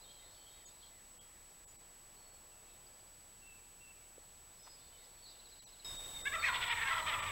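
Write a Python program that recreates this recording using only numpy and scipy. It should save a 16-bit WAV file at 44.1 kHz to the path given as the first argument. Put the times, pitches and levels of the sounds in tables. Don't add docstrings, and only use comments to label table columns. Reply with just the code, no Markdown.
import sys
import numpy as np
from scipy import signal
from scipy.fft import rfft, irfft
from scipy.io import wavfile
from scipy.ndimage import uniform_filter1d

SR = 44100
rng = np.random.default_rng(int(sys.argv[2]) if len(sys.argv) > 2 else 0)


def output_pcm(signal):
    pcm = np.clip(np.atleast_2d(signal).T, -1, 1) * 32767
    wavfile.write(sys.argv[1], SR, np.round(pcm).astype(np.int16))


def elevation(decibels):
    levels = np.asarray(decibels, float)
    return 10 ** (levels / 20)


N = 322371

CUT_S, CUT_GAIN_DB = 5.846, 9.5
WAVER_HZ = 28


def gobble():
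    # start_s, length_s, effort_db, top_pitch_hz, chest_db
    arches = [
        (6.249, 0.04, -30.5, 583, -15.5),
        (6.314, 0.058, -36.5, 687, 1.5),
        (6.415, .055, -29.5, 662, -14),
        (6.446, 0.067, -31.5, 569.6, -6),
    ]
    # start_s, length_s, effort_db, top_pitch_hz, chest_db
    rattle = [(6.517, 0.061, -40, 506.2, 0), (6.599, 0.059, -37.5, 501, -5),
              (6.651, 0.048, -40.5, 483.6, -2), (6.682, 0.066, -34, 486, -7.5),
              (6.746, 0.073, -39.5, 481.6, -12), (6.798, 0.052, -34, 470.6, -7),
              (6.841, 0.068, -35, 562.3, -6), (6.884, 0.072, -35.5, 682.5, -2),
              (6.943, 0.08, -41.5, 688, 5), (7.051, 0.075, -36, 636.4, -2), (7.101, .07, -37.5, 690, 2.5),
              (7.174, 0.046, -42.5, 620, -1), (7.213, 0.038, -39.5, 603, 2.5),
              (7.237, 0.091, -42, 641.5, -7)]
    out = np.zeros(N)
    for row in arches:
        add(out, *syllable(*row, arch=1))
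    for row in rattle:
        add(out, *syllable(*row, arch=.75))
    return out


def syllable(start_s, length_s, top_db, top_hz, chest_db, arch):
    # freq_hz, level_db
    throat = [(300, -43), (500, -20.5), (650, -15.5), (800, -6), (1000, -1.5), (1400, -2), (1600, -6.5),
              (2600, -2.5), (2900, -0.5), (3600, 0.5), (4000, -18.5), (5200, -19.5), (7000, -34)]
    # time_s, resonance_hz, beak_db
    mouth = [(6.245, 1620, -14), (6.29, 1840, -12), (6.37, 2090, -3), (6.43, 2090, -19), (6.51, 1740, -4),
             (6.559, 2200, 4.5), (6.85, 1790, -8), (7.0, 2150, 5.5), (7.08, 2090, -1.5)]
    # time_s, half_pitch_share (0-1), roughness (0-1)
    breakup = [(6.25, .01, .08), (6.38, .05, .2), (6.44, .35, .32), (6.5, .4, .32), (6.7, .38, .29),
               (6.9, .38, .23), (7.31, .48, .29)]
    climb_s, rest_hz, least_climb, sag_hz_per_s = .03, 510, .12, 3900
    swell_db, fade_db_per_s, chest_db_per_s = 10, 103, 153

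    age_s = np.arange(0, length_s, 1 / SR)
    time_s = start_s + age_s
    count = len(age_s)
    to_climb = smooth_ramp(1 - age_s / climb_s)
    past_s = smooth_ramp(age_s - climb_s)

    effort_db = top_db - swell_db * to_climb - fade_db_per_s * past_s
    chest_db = chest_db + chest_db_per_s * past_s

    climb_hz = max(top_hz - rest_hz, least_climb * top_hz)
    hz = top_hz - arch * (climb_hz * to_climb + arch * sag_hz_per_s * past_s)
    hz = hz * (1 - .05 * (1 - np.hanning(count) ** .5))

    mouth_hz, beak_db = curves(mouth, time_s)
    half_share, rough = curves(breakup, time_s)
    turns = np.cumsum(hz * (1 + .05 * rough * wobble(count, 150))) / SR

    out = np.zeros(count)
    for k in np.arange(1, 23) / 2:
        f = k * hz
        tilt_db = chest_db * np.clip((1500 - f) / 150, 0, 1)
        tilt_db = tilt_db + beak_db * np.clip((f - 2600) / 300, 0, 1)
        tilt_db = tilt_db + 9.05 * np.exp(-((f - mouth_hz) / 400) ** 2)
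        airy = np.clip(rough + (f - 2400) / 1600 * (f > 2400), 0, .7)
        flutter = 1 - airy + airy * wobble(count, 60 + 15 * k)
        gain = elevation(read(throat, f) + tilt_db) * (half_share if k % 1 else 1)
        out += gain * flutter * np.cos(2 * np.pi * (k * turns + rng.random()))
    return start_s, elevation(effort_db - 1.5) * out * signal.windows.tukey(count, .6)


def neck_tones():
    # start_s, length_s, pitch_hz, sweep_hz, level_db
    tones = [
        (6.356, .07, 1323, 60, -45),
        (6.91, 0.0276, 1333, -48, -37.5),
        (6.948, 0.039, 1355, 13, -39),
    ]
    out = np.zeros(N)
    for row in tones:
        add(out, *slur(*row))
    return out


def songbirds():
    out = np.zeros(N)
    held_whistles(out)
    slurs_and_sighs(out)
    chips_and_trills(out)
    repeated_phrases(out)
    return out


def held_whistles(out):
    # start_s, length_s, pitch_hz, level_db, fade_db
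    whistles = [
        (2.138, 0.26, 4420, -71, 3),
        (2.5, 0.25, 2680, -75, 3),
        (4.585, 0.184, 5110, -65.5, 2),
        (6.14, 0.5, 3686, -50.5, 11),
    ]
    # length_s, pitch_hz, level_db, fade_db
    caught = [
        (.11, 5160, -54, 14),
        (.3, 3730, -50, 8),
    ]
    for row in whistles:
        add(out, *held(*row))
    for row in caught:
        add(out, *held(CUT_S, *row, fresh=0))


def slurs_and_sighs(out):
    # start_s, length_s, middle_hz, sweep_hz, level_db
    early = [(0, 0.027, 4760, 64, -70), (.031, 0.063, 3700, -23, -69), (0.038, .2, 3190, -53, -72),
             (.195, 0.036, 3750, 98, -69), (0.312, 0.086, 4440, 250, -71), (0.343, 0.027, 3400, 0, -72),
             (0.361, 0.13, 3110, 0, -72.5), (.46, 0.14, 4300, 254, -75), (0.495, .083, 3740, 100, -69),
             (0.516, .1, 3250, 0, -76), (0.531, 0.16, 3120, 0, -79), (0.637, 0.09, 4800, 50, -75),
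             (.647, 0.027, 3620, 0, -70), (.66, 0.065, 4280, 0, -74), (0.686, 0.013, 3670, 0, -69),
             (.79, .09, 4700, 200, -76), (0.808, 0.075, 4130, 0, -71), (.82, 0.081, 3550, 0, -79)]
    # start_s, length_s, middle_hz, sweep_hz, level_db
    late = [(3.998, .05, 2300, -100, -76), (4.628, .045, 5880, 100, -70), (4.7, .1, 4650, 100, -73),
            (4.81, .08, 4200, 50, -74), (4.82, .1, 4800, 100, -75), (4.83, .1, 3590, -70, -76),
            (4.922, .05, 3050, -100, -71), (4.95, .066, 2230, -130, -76), (4.96, .092, 3740, 20, -73),
            (4.97, .088, 4320, 100, -73), (5.018, .03, 1990, -160, -72), (5.04, .027, 5000, -300, -67.5),
            (5.055, .012, 5780, 900, -72), (5.088, .12, 4440, -100, -76), (5.219, .08, 4370, -280, -62.5),
            (5.249, .085, 4020, -100, -65), (5.255, .08, 3700, -100, -70), (5.264, .065, 4910, 450, -68),
            (5.283, .04, 4590, -50, -64), (5.64, .03, 5950, -460, -65), (6.13, .12, 2130, -320, -67),
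            (6.39, .05, 4450, -50, -55), (6.42, .05, 4100, -300, -57), (6.455, .045, 4260, -250, -51)]
    sighs_s = [3.412, 3.797]
    # after_s, length_s, middle_hz, sweep_hz, level_db
    sigh = [
        (0, .135, 2690, -120, -65),
        (.135, .07, 2470, -340, -78),
        (.13, .15, 2670, -20, -79),
    ]
    for row in early + late:
        add(out, *slur(*row))
    for start_s in sighs_s:
        for after_s, *shape in sigh:
            add(out, *slur(start_s + after_s, *shape))


def chips_and_trills(out):
    # start_s, length_s, middle_hz, end_bend_hz, level_db
    chips = [
        (0.653, 0.043, 6600, 872, -60),
        (1.11, 0.04, 8160, -550, -68),
        (1.678, .045, 6970, 380, -64),
        (2.342, .047, 7650, 450, -69),
        (5.685, 0.017, 5300, -750, -66),
        (5.8, .02, 5500, -850, -92),
    ]
    # start_s, count, middle_hz, sweep_hz, level_db
    trills = [
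        (2.865, 1, 4800, 450, -67),
        (2.9325, 5, 4800, 450, -71),
        (5.387, 7, 4050, -550, -63),
        (5.35, 8, 2950, 650, -71),
        (6.48, 10, 4080, -400, -56),
        (5.43, 3, 4620, -500, -72),
    ]
    period_s, fall_hz_per_s, rise_s = .0675, 23000, .015
    for start_s, length_s, hz, bend_hz, db in chips:
        add(out, *note(start_s, length_s, hz + bend_hz, hz, hz + bend_hz, db))
    for start_s, count, hz, sweep_hz, db in trills:
        length_s = max(-sweep_hz / fall_hz_per_s, rise_s)
        for k in range(count):
            add(out, *slur(start_s + k * period_s, length_s, hz, sweep_hz, db))


def repeated_phrases(out):
    # first_s, length_s, start_hz, middle_hz, end_hz, level_db
    phrase = [
        (.098, .03, 3100, 3330, 3100, -64.5),
        (.098, .1, 1980, 2020, 1620, -75.5),
    ]
    phrase_s, answer_s = .364, .091
    for k in range(4):
        for part, (first_s, *shape) in enumerate(phrase):
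            add(out, *note(first_s + k * phrase_s + part * answer_s, *shape))
    riser_s, fade_db = .076, 2
    for k in range(4):
        add(out, *note(.011 + k * riser_s, .038, 3930, 4110, 4220, -64.5 - k * fade_db))


def held(start_s, length_s, hz, db, fade_db, fresh=1):
    onset_s, onset_db, overshoot, droop, flutter_db = .02, 10, .015, .009, 3.5
    age_s = np.arange(0, length_s, 1 / SR)
    done = age_s / length_s
    onset = fresh * np.exp(-age_s / onset_s)
    hz = hz * (1 + overshoot * onset - droop * done)
    hz = hz + WAVER_HZ * (1 - onset) * wobble(len(age_s), 45)
    db = db - onset_db * onset ** 2 - fade_db * done
    db = db + flutter_db * done * wobble(len(age_s), 25)
    return whistle(start_s, hz, db, .1 * fresh + .02)


def slur(start_s, length_s, hz, sweep_hz, db):
    u = np.linspace(-.5, .5, round(length_s * SR))
    return whistle(start_s, hz + sweep_hz * u + WAVER_HZ * wobble(len(u), 45), db, .25)


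def note(start_s, length_s, start_hz, middle_hz, end_hz, db):
    u = np.linspace(-1, 1, round(length_s * SR))
    slope_hz = (end_hz - start_hz) / 2
    bend_hz = (start_hz + end_hz) / 2 - middle_hz
    return whistle(start_s, middle_hz + slope_hz * u + bend_hz * u ** 2, db, .15)


def whistle(start_s, hz, db, edge):
    tremble = 1 + .22 * wobble(len(hz), 50)
    tone = np.sqrt(2) * np.sin(2 * np.pi * np.cumsum(hz) / SR)
    return start_s, elevation(db) * tremble * tone * signal.windows.tukey(len(hz), edge)


def knocks():
    # start_s, peak_db, pitch_hz, t60_s
    taps = [
        (4.18, -41, 480, .012),
    ]
    # start_s, length_s, level_db, low_hz, high_hz
    rustles = [
        (4.652, .045, -61.5, 700, 1600),
        (4.645, .06, -68, 1200, 6000),
        (4.065, .04, -68, 6500, 11000),
        (2.63, .18, -73, 3300, 4000),
        (6.41, .11, -54.5, 4000, 6800),
    ]
    out, t = np.zeros(N), np.arange(4000) / SR
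    for start_s, db, hz, t60_s in taps:
        rise = np.minimum(t / .0026, 1)
        add(out, start_s, -elevation(db - 60 * t / t60_s) * rise * 2 * np.sin(2 * np.pi * hz * t))
    for start_s, length_s, db, lo_hz, hi_hz in rustles:
        count = round(length_s * SR)
        add(out, start_s, elevation(db) * band(SR // 5, lo_hz, hi_hz)[:count] * np.hanning(count))
    return out


def chorus():
    # time_s, level_db
    swell = [(0.0, -58), (0.83, -62.5), (1.2, -100), (2.2, -118), (2.71, -95), (3.55, -93), (4.55, -66),
             (4.63, -60), (5.84, -60)]
    out = np.zeros(N)
    for when, pitch, length, bend, soft in rng.random((700, 5)):
        hz = 3450 + 1650 * pitch
        middle_hz = hz * (1 + .08 * (bend - .5))
        end_hz = hz * (1 + .2 * (bend - .5))
        add(out, *note(CUT_S * when, .015 + .035 * length, hz, middle_hz, end_hz, -4 * soft))
    return elevation(-10) * level(swell) * evened(out)


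def woods(x):
    # freq_hz, t60_s, level_db
    decay = np.array([(300, 1, 1.5), (1070, 1, 11), (1470, 0.69, -1.5), (2550, 0.47, -4),
                      (3850, 0.72, -5.5), (8040, 0.083, -17.5)])
    taps = np.zeros(SR)
    at = np.arange(500, SR - 20, 20)
    taps[at + rng.integers(0, 20, len(at))] = rng.choice([-1., 1.], len(at))
    hz, t, z = signal.stft(taps, SR, nperseg=256)
    z = z * elevation(-60 * t / read(decay[:, :2], hz)[:, None])
    z = z / np.linalg.norm(z, axis=1, keepdims=True)
    z = z * elevation(read(decay[:, ::2], hz))[:, None]
    tail = signal.istft(z, SR, nperseg=256)[1]
    return signal.fftconvolve(x, tail / np.linalg.norm(tail))[:N]


def rumble():
    # time_s, level_db
    swell = [(5.85, -70), (6.0, -70), (6.7, -52.5), (6.9, -57), (7.24, -49.5), (7.31, -48.5)]
    return elevation(-6) * level(swell) * band(N, 61, 113)


def road():
    # time_s, level_db
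    wash = [(0.0, -71.5), (1.2, -75.5), (2.88, -71), (3.37, -77.5), (5.32, -72.5), (5.84, -74.5),
            (7.31, -70)]
    return elevation(1) * level(wash) * band(N, 367, 946)


def hiss():
    # freq_hz, density_db_per_hz
    density = [(20, -94.5), (45, -92.5), (70, -90.5), (120, -95.5), (250, -101), (600, -104), (1000, -102),
               (1350, -104), (2500, -105), (4500, -106), (7000, -108), (11000, -110), (16000, -111)]
    colour = elevation(read(density, np.fft.rfftfreq(N, 1 / SR))) * np.sqrt(SR / 2)
    return irfft(rfft(rng.standard_normal(N)) * colour, N)


def camera():
    line_hz, field_s, hum_hz = 15734.27, 1 / 60.054, 29.87
    first_flip_s, skipped_s = .01272, .00166
    t = np.arange(N) / SR
    t = t + skipped_s * (t > CUT_S)
    field = (t - first_flip_s) / field_s
    flip = np.tanh(40 * np.sin(np.pi * field))
    half_line = elevation(-61) * flip * np.sqrt(2) * np.sin(np.pi * line_hz * t)
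    line = elevation(-76) * (1 + .5 * np.exp(-(field % 1) / .12)) * np.sin(2 * np.pi * line_hz * t)
    whine = elevation(-76) * np.sin(2 * np.pi * np.cumsum(14488 + 16 * wobble(N, 8)) / SR)
    hum = elevation(-68) * np.sin(2 * np.pi * hum_hz * t + 2.94)
    return half_line + line + whine + hum


def starved(x):
    # time_s, depth_db, lowest_hz
    dropouts = [(.661, 12, 1200), (1.197, 16, 1500), (1.661, 14, 1200), (1.778, 12, 800), (2.317, 3, 3000),
                (5.608, 16, 300), (5.656, 16, 1000), (5.98, 8, 1500), (6.236, 14, 2000), (6.7, 18, 3900),
                (7.211, 14, 3700)]
    hz, t, z = signal.stft(x, SR, nperseg=512, noverlap=384)
    lost = np.repeat(rng.random((len(dropouts), 65)) > .2, 4, axis=1)[:, :len(hz)]
    lost = lost | (hz > 6000)
    loss_db = np.zeros(z.shape)
    for (time_s, db, lo_hz), gone in zip(dropouts, lost):
        loss_db += db * np.outer(gone * (hz > lo_hz), np.exp(-((t - time_s) / .012) ** 4))
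    return signal.istft(z * elevation(-loss_db), SR, nperseg=512, noverlap=384)[1][:N]


def evened(x):
    return x / np.sqrt(np.mean(x ** 2) + 1e-20)


def read(points, hz):
    f, value = np.transpose(points)
    return np.interp(np.log(hz + 1), np.log(f + 1), value)


def curves(rows, time_s):
    when_s, *columns = np.transpose(rows)
    return [np.interp(time_s, when_s, column) for column in columns]


def level(rows):
    return elevation(np.interp(np.arange(N) / SR, *np.transpose(rows), left=-120, right=-120))


def smooth_ramp(x):
    return uniform_filter1d(np.maximum(x, 0), size=620, mode="nearest")


def wobble(count, hz):
    noise = rng.standard_normal(count + 2000)
    return evened(signal.lfilter(*signal.butter(2, hz, fs=SR), noise)[2000:])


def band(count, lo_hz, hi_hz):
    sos = signal.butter(2, [lo_hz, hi_hz], "band", fs=SR, output="sos")
    return evened(signal.sosfilt(sos, rng.standard_normal(count)))


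def add(mix, start_s, sound):
    part = mix[round(start_s * SR):][:len(sound)]
    part += sound[:len(part)]


def scene():
    turkey, neck, birds, far = gobble(), neck_tones(), songbirds(), chorus()
    after = np.arange(N) / SR > CUT_S
    gain = elevation(CUT_GAIN_DB * after)
    early_echo = woods((elevation(-4.5) * birds + far) * ~after) * ~after
    late_echo = woods((elevation(.5) * birds + elevation(-8) * turkey + elevation(-12) * neck) * after)
    faint = starved(early_echo + late_echo + rumble() + gain * (hiss() + road()))
    return np.tile(turkey + neck + birds + knocks() + faint + gain * camera(), (2, 1))


def band_limit(x):
    return signal.sosfilt(signal.butter(12, 16250, fs=SR, output="sos"), x)


def record(dry):
    lowpass = signal.firwin(1023, 15790, window=("kaiser", 9), fs=SR)
    limited = signal.oaconvolve(dry, lowpass[None], "same")
    return band_limit(limited)


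dry = scene()
out = record(dry)
output_pcm(out)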